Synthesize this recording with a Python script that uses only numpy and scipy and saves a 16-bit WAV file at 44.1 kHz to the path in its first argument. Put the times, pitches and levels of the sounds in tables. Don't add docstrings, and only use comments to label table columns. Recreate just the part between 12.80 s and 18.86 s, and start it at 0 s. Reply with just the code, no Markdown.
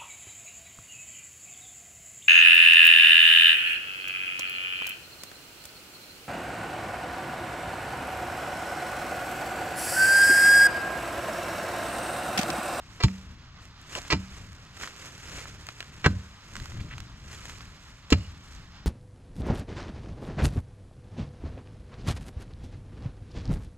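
import sys
import numpy as np
from scipy import signal
from scipy.fft import rfft, irfft
from scipy.io import wavfile

SR = 44100
rng = np.random.default_rng(int(sys.argv[2]) if len(sys.argv) > 2 else 0)


def int16_out(signal):
    q = np.round(np.clip(np.atleast_2d(signal).T, -1, 1) * 32767)
    wavfile.write(sys.argv[1], SR, q.astype(np.int16))


N = 267246
TIME, HZ = np.arange(N) / SR, np.fft.rfftfreq(N, 1 / SR)


def amp(db):
    return 10 ** (np.asarray(db) / 20)


def unit(x):
    return x / np.sqrt(np.mean(x ** 2) + 1e-20)


def curve(points, hz, column=1):
    table = np.transpose(points)
    return np.interp(np.log(hz + 1), np.log(table[0] + 1), table[column])


def add(mix, start_s, sound):
    part = mix[round(start_s * SR):][:len(sound)]
    part += sound[:len(part)]


def noise(spectrum_db):
    return unit(irfft(amp(spectrum_db) * np.exp(2j * np.pi * rng.random(len(spectrum_db)))))


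def drift(seconds):
    return unit(irfft(rfft(rng.standard_normal(N)) * np.exp(-(HZ * seconds) ** 2), N))


def axes(samples):
    return np.arange(samples) / SR, np.fft.rfftfreq(samples, 1 / SR)


def shelf(hz, corner_hz=6200):
    return 1 - 1 / (1 + (hz / corner_hz) ** 8)


def bell(hz, centre_hz, octaves):
    return np.exp(-(np.log2((hz + 1) / centre_hz) / octaves) ** 2)


def strokes(rows):
    return np.sqrt(sum((amp(db) * np.exp(-np.maximum((peak_s - TIME) / swell, (TIME - peak_s) / fade))) ** 2
                       for peak_s, db, swell, fade in rows))


def ring(modes, t, favoured_hz, cut_db, octaves):
    return sum(amp(db - cut_db * (1 - bell(hz, favoured_hz, octaves)) - 60 * t / t60)
               * np.sin(2 * np.pi * hz * t) for hz, db, t60 in modes)


# frequency_hz, level_db
FOLIAGE_SPECTRUM = [(200, -1.5), (400, -10.5), (750, -5.5), (1200, 1), (2300, -4), (4000, -5.5), (5500, -9),
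                    (7400, -19), (8700, -34), (13000, -40), (16000, -47)]

def foliage(level_db=-55, swell_db=1.3):
    return amp(level_db + swell_db * drift(0.11)) * noise(curve(FOLIAGE_SPECTRUM, HZ))


# frequency_hz, level_db
RUMBLE_SPECTRUM = [(12, -53), (20, -6.5), (65, -0.5), (122, -3.5), (343, -21.5), (500, -35), (650, -31),
                   (1100, -120)]
# peak_s, level_db, swell_s, fade_s
WEIGHT_SHIFTS = [(1.17, -47.5, 0.027, 0.072), (2.3, -51.5, .3, 1), (3.82, -36.5, 0.067, .02),
                 (3.99, -31.5, 0.064, 0.073), (4.5, -47, 0.47, 0.38)]

def rumble(level_db=-50, lumpy_db=3.5):
    bed = amp(level_db + lumpy_db * drift(0.27))
    return np.hypot(bed, strokes(WEIGHT_SHIFTS)) * noise(curve(RUMBLE_SPECTRUM, HZ))


def tree_echo(x, wet_db=-27, t60_s=0.51):
    t, _ = axes(32768)
    tail = rng.standard_normal(len(t)) * amp(-60 * t / t60_s) * (1 - np.exp(-t / 0.0038))
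    return amp(wet_db) * signal.fftconvolve(x, tail / np.linalg.norm(tail))[:N]


# frequency_hz, level_db
GRIT_SPECTRUM = [(150, -1.5), (450, -2), (800, -5.5), (1300, -0.5), (2600, -0.5), (4000, -5.5),
                 (5500, -4.5), (7500, -5.5), (8700, -17.5), (13000, -23.5), (16000, -45)]

def grains(per_s, spread_db, clump_db):
    size = amp(spread_db * np.minimum(rng.exponential(1, N), 5)) * rng.choice([-1, 1], N)
    clicks = size * (rng.random(N) < per_s / SR) * amp(clump_db * drift(0.017))
    return unit(irfft(rfft(clicks) * amp(curve(GRIT_SPECTRUM, HZ)), N))


# peak_s, level_db, swell_s, fade_s
SCUFF_STROKES = [(.17, -53, 0.11, 0.21), (.83, -53.5, 0.02, 0.043), (1.165, -40, 0.057, 0.044),
                 (1.26, -49, 0.089, 0.13), (1.55, -52, 0.072, 0.25), (2.03, -41, 0.048, 0.058),
                 (2.28, -46.5, 0.18, 0.084), (2.56, -41.5, 0.15, .12), (2.93, -54, 0.45, 0.9),
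                 (3.775, -50.5, 0.12, 0.42), (4.53, -46.5, 0.068, 0.22), (4.69, -49.5, 0.058, .15),
                 (5.08, -57, 0.13, 0.19), (5.72, -56, 0.22, 0.17)]

def scuffs(grit_db=1, ticks_db=-9, ticks_treble_db=4):
    grit = amp(grit_db) * grains(per_s=11000, spread_db=2.0, clump_db=1.83)
    ticks = grains(per_s=90, spread_db=2.5, clump_db=1.5)
    ticks = irfft(rfft(ticks) * amp(ticks_db + ticks_treble_db * shelf(HZ)), N)
    return strokes(SCUFF_STROKES) * (grit + ticks)


# frequency_hz, level_db
SNAP_SPECTRUM = [(200, -13), (700, -3.5), (1300, 7.5), (2400, 5.5), (4000, -2), (7500, -10.5),
                 (9500, -26.5), (16000, -33)]
# start_s, level_db, brightness_db
LITTER_SNAPS = [(0.2364, -29, 8), (0.283, -29.5, -15), (1.014, -41, 3), (1.152, -19.5, -9.5),
                (1.251, -33.5, -15), (2.012, -27, -21), (2.034, -22, -38), (2.043, -26, -14),
                (2.075, -23, -18), (2.656, -32.5, -27), (2.868, -31, -1), (2.888, -21, -16),
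                (3.005, -20.5, -13.5), (3.027, -29.5, -13), (3.755, -25, -15), (3.766, -26, -11),
                (3.8, -31, -11), (3.857, -27.5, -10), (3.92, -32.5, -25), (4.181, -27.5, -12.5),
                (4.203, -30, -8), (4.655, -27.5, -7), (4.696, -28, -11), (4.807, -32, -22),
                (5.304, -26, -4)]

def snaps(trim_db=-1, neutral_db=-17, tilt=0.77, tick_s=0.0013, rattle_s=0.009, rattle_db=-22):
    out, (t, hz) = np.zeros(N), axes(2048)
    octaves_up = np.log2(np.hypot(1, np.minimum(hz, 9000) / 2500))
    onset = 1 - np.exp(-t / 0.00025)
    envelope = (np.exp(-t / tick_s) + amp(rattle_db) * np.exp(-t / rattle_s)) * onset
    for start_s, db, brightness_db in LITTER_SNAPS:
        colour = curve(SNAP_SPECTRUM, hz) + tilt * (brightness_db - neutral_db) * octaves_up
        add(out, start_s, amp(db + trim_db) * envelope * noise(colour))
    return out


# frequency_hz, level_db
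CRUNCH_SPECTRUM = [(100, -13), (400, 4), (700, -4.5), (1200, -8), (2500, -8), (3400, -10.5), (4500, -8.5),
                   (5800, -15.5), (7300, -9.5), (9000, -22), (13000, -36), (16000, -72)]
# pitch_hz, level_db
TIP_MODES = [(715, -5), (1020, 3), (1140, 0.5), (1315, 0), (1625, 0), (1960, 2.5), (2340, 2), (2730, 1.5),
             (3150, -1), (3590, 1.5), (4130, 4), (4640, 3), (5180, 3.5), (5690, 10), (6750, 3), (7400, -4)]

def crunch(t, hz, focus_hz, body_db, rasp_db, treble_db, sing_db, focus_db=6, lumpy_db=-0.64):
    colour = curve(CRUNCH_SPECTRUM, hz) + focus_db * bell(hz, focus_hz, octaves=0.62)
    colour += body_db * bell(hz, 480, octaves=1.0) + rasp_db * bell(hz, 4600, octaves=0.31)
    colour += treble_db * (shelf(hz) - 0.5 * shelf(hz, corner_hz=9100))
    loading = rng.uniform(0.98, 1.02, len(TIP_MODES))
    steel = sum(amp(db + np.interp(f, hz, colour)) * np.sin(2 * np.pi * (f * load * t + rng.random()))
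                for (f, db), load in zip(TIP_MODES, loading))
    lumps = unit(np.convolve(rng.standard_normal(len(t)), np.hanning(80), "same"))
    return unit((noise(colour) + amp(sing_db) * unit(steel)) * amp(lumpy_db * lumps))


def presses(rows, fall_s, sing_db):
    out, (t, hz) = np.zeros(N), axes(4096)
    for start_s, length_s, db, rise_s, *colour in rows:
        envelope = (1 - np.exp(-t / rise_s)) * np.exp(-np.maximum(t - length_s, 0) / fall_s)
        add(out, start_s, amp(db) * envelope * crunch(t, hz, *colour, sing_db))
    return out


# start_s, length_s, level_db, rise_s, focus_hz, body_db, rasp_db, treble_db
BOOT_TREADS = [(1.15, 0.038, -35.5, 0.0032, 640, 0.5, 0, 2), (2.54, 0.078, -49, 0.0091, 370, -4, -11, 2),
               (3.99, 0.025, -47.5, 0.0055, 2220, -12, 0, -36),
               (4.1, 0.04, -43, 0.0087, 1690, -33, -12, -29)]

def treads():
    return presses(BOOT_TREADS, fall_s=0.0043, sing_db=-3.5)


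# start_s, ground_pitch_ratio, deep_db, middle_db, upper_db, shake_db, flex_db, favoured_hz
BLOW_THUDS = [(.239, 0.887, -17.5, -8.5, -20, -31.5, -26, 180),
              (1.3295, 1.08, -23.5, -17.5, -29, -35, -27, 238),
              (3.2606, 1.06, -16, -10.5, -17, -21.5, -22, 116),
              (5.3215, 1.067, -8.5, -13, -6, -20.5, -28.5, 98)]
# pitch_hz, cycles_to_peak, lag_s
GROUND_SWINGS = [(71.3, 0.76, 0.00091), (132.4, 0.66, 0.00088), (259, 0.74, 0.00029)]
# frequency_hz, level_db
SHAKE_SPECTRUM = [(20, -29), (45, -5), (70, 12.5), (140, -5.5), (250, -9), (400, -35.5), (600, -21),
                  (1000, -70)]
# pitch_hz, level_db, t60_s
BENDING_MODES = [(97.6, 7.5, 0.29), (189.8, 2.5, 0.46), (217.3, -0.5, 0.2), (277.5, 2.5, 0.15),
                 (318, 1.5, 0.15), (470, -28, 0.91), (700, -12, 0.037), (947, -45, 0.042)]

def thuds(shake_t60_s=0.41, rise_s=0.0026):
    out, (t, hz) = np.zeros(N), axes(32768)
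    for start_s, ratio, *swing_dbs, shake_db, flex_db, favoured_hz in BLOW_THUDS:
        for db, (swing_hz, cycles_to_peak, lag_s) in zip(swing_dbs, GROUND_SWINGS):
            cycles = t * swing_hz * ratio
            age = cycles / cycles_to_peak
            add(out, start_s + lag_s, amp(db) * age * np.exp(1 - age) * np.sin(2 * np.pi * cycles))
        shake = amp(shake_db - 60 * t / shake_t60_s) * noise(curve(SHAKE_SPECTRUM, hz))
        flex = amp(flex_db) * ring(BENDING_MODES, t, favoured_hz, cut_db=7.5, octaves=0.53)
        add(out, start_s, (shake + flex) * (1 - np.exp(-t / rise_s)))
    return out


def crumbs(level_db=-54, flight_s=0.071):
    blow_s = np.array(BLOW_THUDS)[:, :1]
    age = np.maximum(TIME - blow_s, 0) / flight_s
    patter = grains(per_s=5000, spread_db=3, clump_db=2)
    return amp(level_db) * (age * np.exp(1 - age)).sum(0) * patter


# pitch_hz, level_db, t60_s
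LENGTHWISE_MODES = [(1430, -1, 0.14), (2880, 7.5, 0.09), (4400, 1, .17), (5200, -3, 0.26), (7120, -1, 0.14)]
# start_s, level_db, favoured_hz
BAR_JOLTS = [(0.238, -39, 7000), (1.321, -33, 2500), (3.263, -36.5, 1470), (5.326, -38.5, 3400),
             (5.406, -52, 2840), (5.446, -53, 2840)]

def pings(rise_s=0.0012):
    out, (t, _) = np.zeros(N), axes(16384)
    for start_s, db, favoured_hz in BAR_JOLTS:
        steel = ring(LENGTHWISE_MODES, t, favoured_hz, cut_db=9, octaves=0.6)
        add(out, start_s, amp(db) * steel * (1 - np.exp(-t / rise_s)))
    return out


# pitch_hz, level_db, t60_s
CLANK_MODES = [(419, 2, 0.1), (728, -2, 0.089), (903, 2, 0.062), (1110, 12, 0.023), (1290, 7.5, 0.05),
               (1536, -5.5, 0.057), (1602, -7, 0.025), (1940, -5.5, 0.021), (2448, 0, 0.048),
               (2826, 0, 0.043), (4100, -2, 0.1)]
# start_s, level_db, favoured_hz
STONE_KNOCKS = [(.237, -21, 954), (0.2858, -31, 1960), (1.321, -17.5, 2390), (1.33, -26, 900),
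                (3.007, -38, 2830), (3.2607, -10.5, 1520), (4.129, -40, 1580), (5.3242, -10, 2690)]

def clanks(rise_s=0.00036):
    out, (t, _) = np.zeros(N), axes(8192)
    for start_s, db, favoured_hz in STONE_KNOCKS:
        steel = ring(CLANK_MODES, t, favoured_hz, cut_db=20.5, octaves=0.14)
        add(out, start_s, amp(db) * steel * (1 - np.exp(-t / rise_s)))
    return out


# start_s, length_s, level_db, rise_s, focus_hz, body_db, rasp_db, treble_db
TIP_BITES = [(.2005, 0.013, -31, 0.0036, 2020, 6, 1, -10), (.224, 0.009, -31, 0.0017, 2820, -9, 10, -11),
             (1.3018, 0.02, -25, 0.0004, 2080, -6.5, 3, -7.5),
             (3.2427, 0.018, -22, 0.00013, 1800, -6, -10, -20),
             (5.3025, 0.026, -33, 0.0015, 3000, 9.5, 6, 14)]

def bites():
    return presses(TIP_BITES, fall_s=0.0075, sing_db=3)


# start_s, level_db, rise_s, t60_s, focus_hz, body_db, rasp_db, treble_db
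EARTH_CRACKS = [(0.2354, -17.5, 0.00018, 0.06, 2780, -0.5, 2.5, -1.5),
                (1.3199, -17.5, 0.0063, 0.069, 2250, 5.5, 3, -7.5),
                (3.2595, -14.5, 0.0027, 0.044, 1580, 1, -9, -11),
                (5.322, -15.5, 0.0037, 0.052, 2440, 1, -1.5, -6.5)]

def cracks():
    out, (t, hz) = np.zeros(N), axes(8192)
    for start_s, db, rise_s, t60_s, *colour in EARTH_CRACKS:
        envelope = np.minimum(t / rise_s, 1) * amp(-60 * np.maximum(t - rise_s, 0) / t60_s)
        add(out, start_s, amp(db) * envelope * crunch(t, hz, *colour, sing_db=-1))
    return out


# frequency_hz, left_lead_rad, left_minus_right_db, likeness
MIC_PORTS = [(60, 0, 0, 0.995), (250, -0.1, -1, 0.99), (646, -0.3, -2.5, 0.96), (1300, -.7, -1.5, 0.95),
             (2900, -1.5, -1, .94), (4240, -2.15, -3, 0.82), (6130, -2.8, -4.5, 0.6),
             (6200, 0.1, -2.5, 0.82), (10500, 0.1, -4.5, .86), (15000, 0, -10, .7)]

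def microphone(x, diffuse, treble_scatter=0):
    lead_rad, balance_db, likeness = (curve(MIC_PORTS, HZ, column) for column in (1, 2, 3))
    likeness = np.clip(likeness * (1 - treble_scatter * shelf(HZ)), 0.01, 1) ** diffuse
    wander_rad = np.pi * drift(0.012)
    scattered = (signal.hilbert(x) * np.exp(1j * wander_rad)).real
    mid = np.sqrt((1 + likeness) / 2) * rfft(x)
    side = np.sqrt((1 - likeness) / 2) * rfft(scattered)
    lean = amp(balance_db / 2) * np.exp(0.5j * lead_rad)
    return irfft(np.array([(mid + side) * lean, (mid - side) / lean]), N)


def scene(rumble_left_db=1):
    blows = bites() + cracks() + clanks() + pings()
    footwork_and_soil = treads() + snaps() + scuffs() + crumbs()
    low = microphone(rumble(), diffuse=1.4) * amp([[rumble_left_db], [-rumble_left_db]])
    low += microphone(thuds(), diffuse=1.2)
    near = microphone(blows, diffuse=0.94, treble_scatter=0.77)
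    near += microphone(footwork_and_soil, diffuse=1.67)
    far = microphone(foliage() + tree_echo(blows), diffuse=1.95)
    return low + near + far


def record(dry):
    lowpass = signal.firwin(511, 15800, window=("kaiser", 9), fs=SR)
    return signal.oaconvolve(dry, lowpass[None], "same")


dry = scene()
out = record(dry)
int16_out(out)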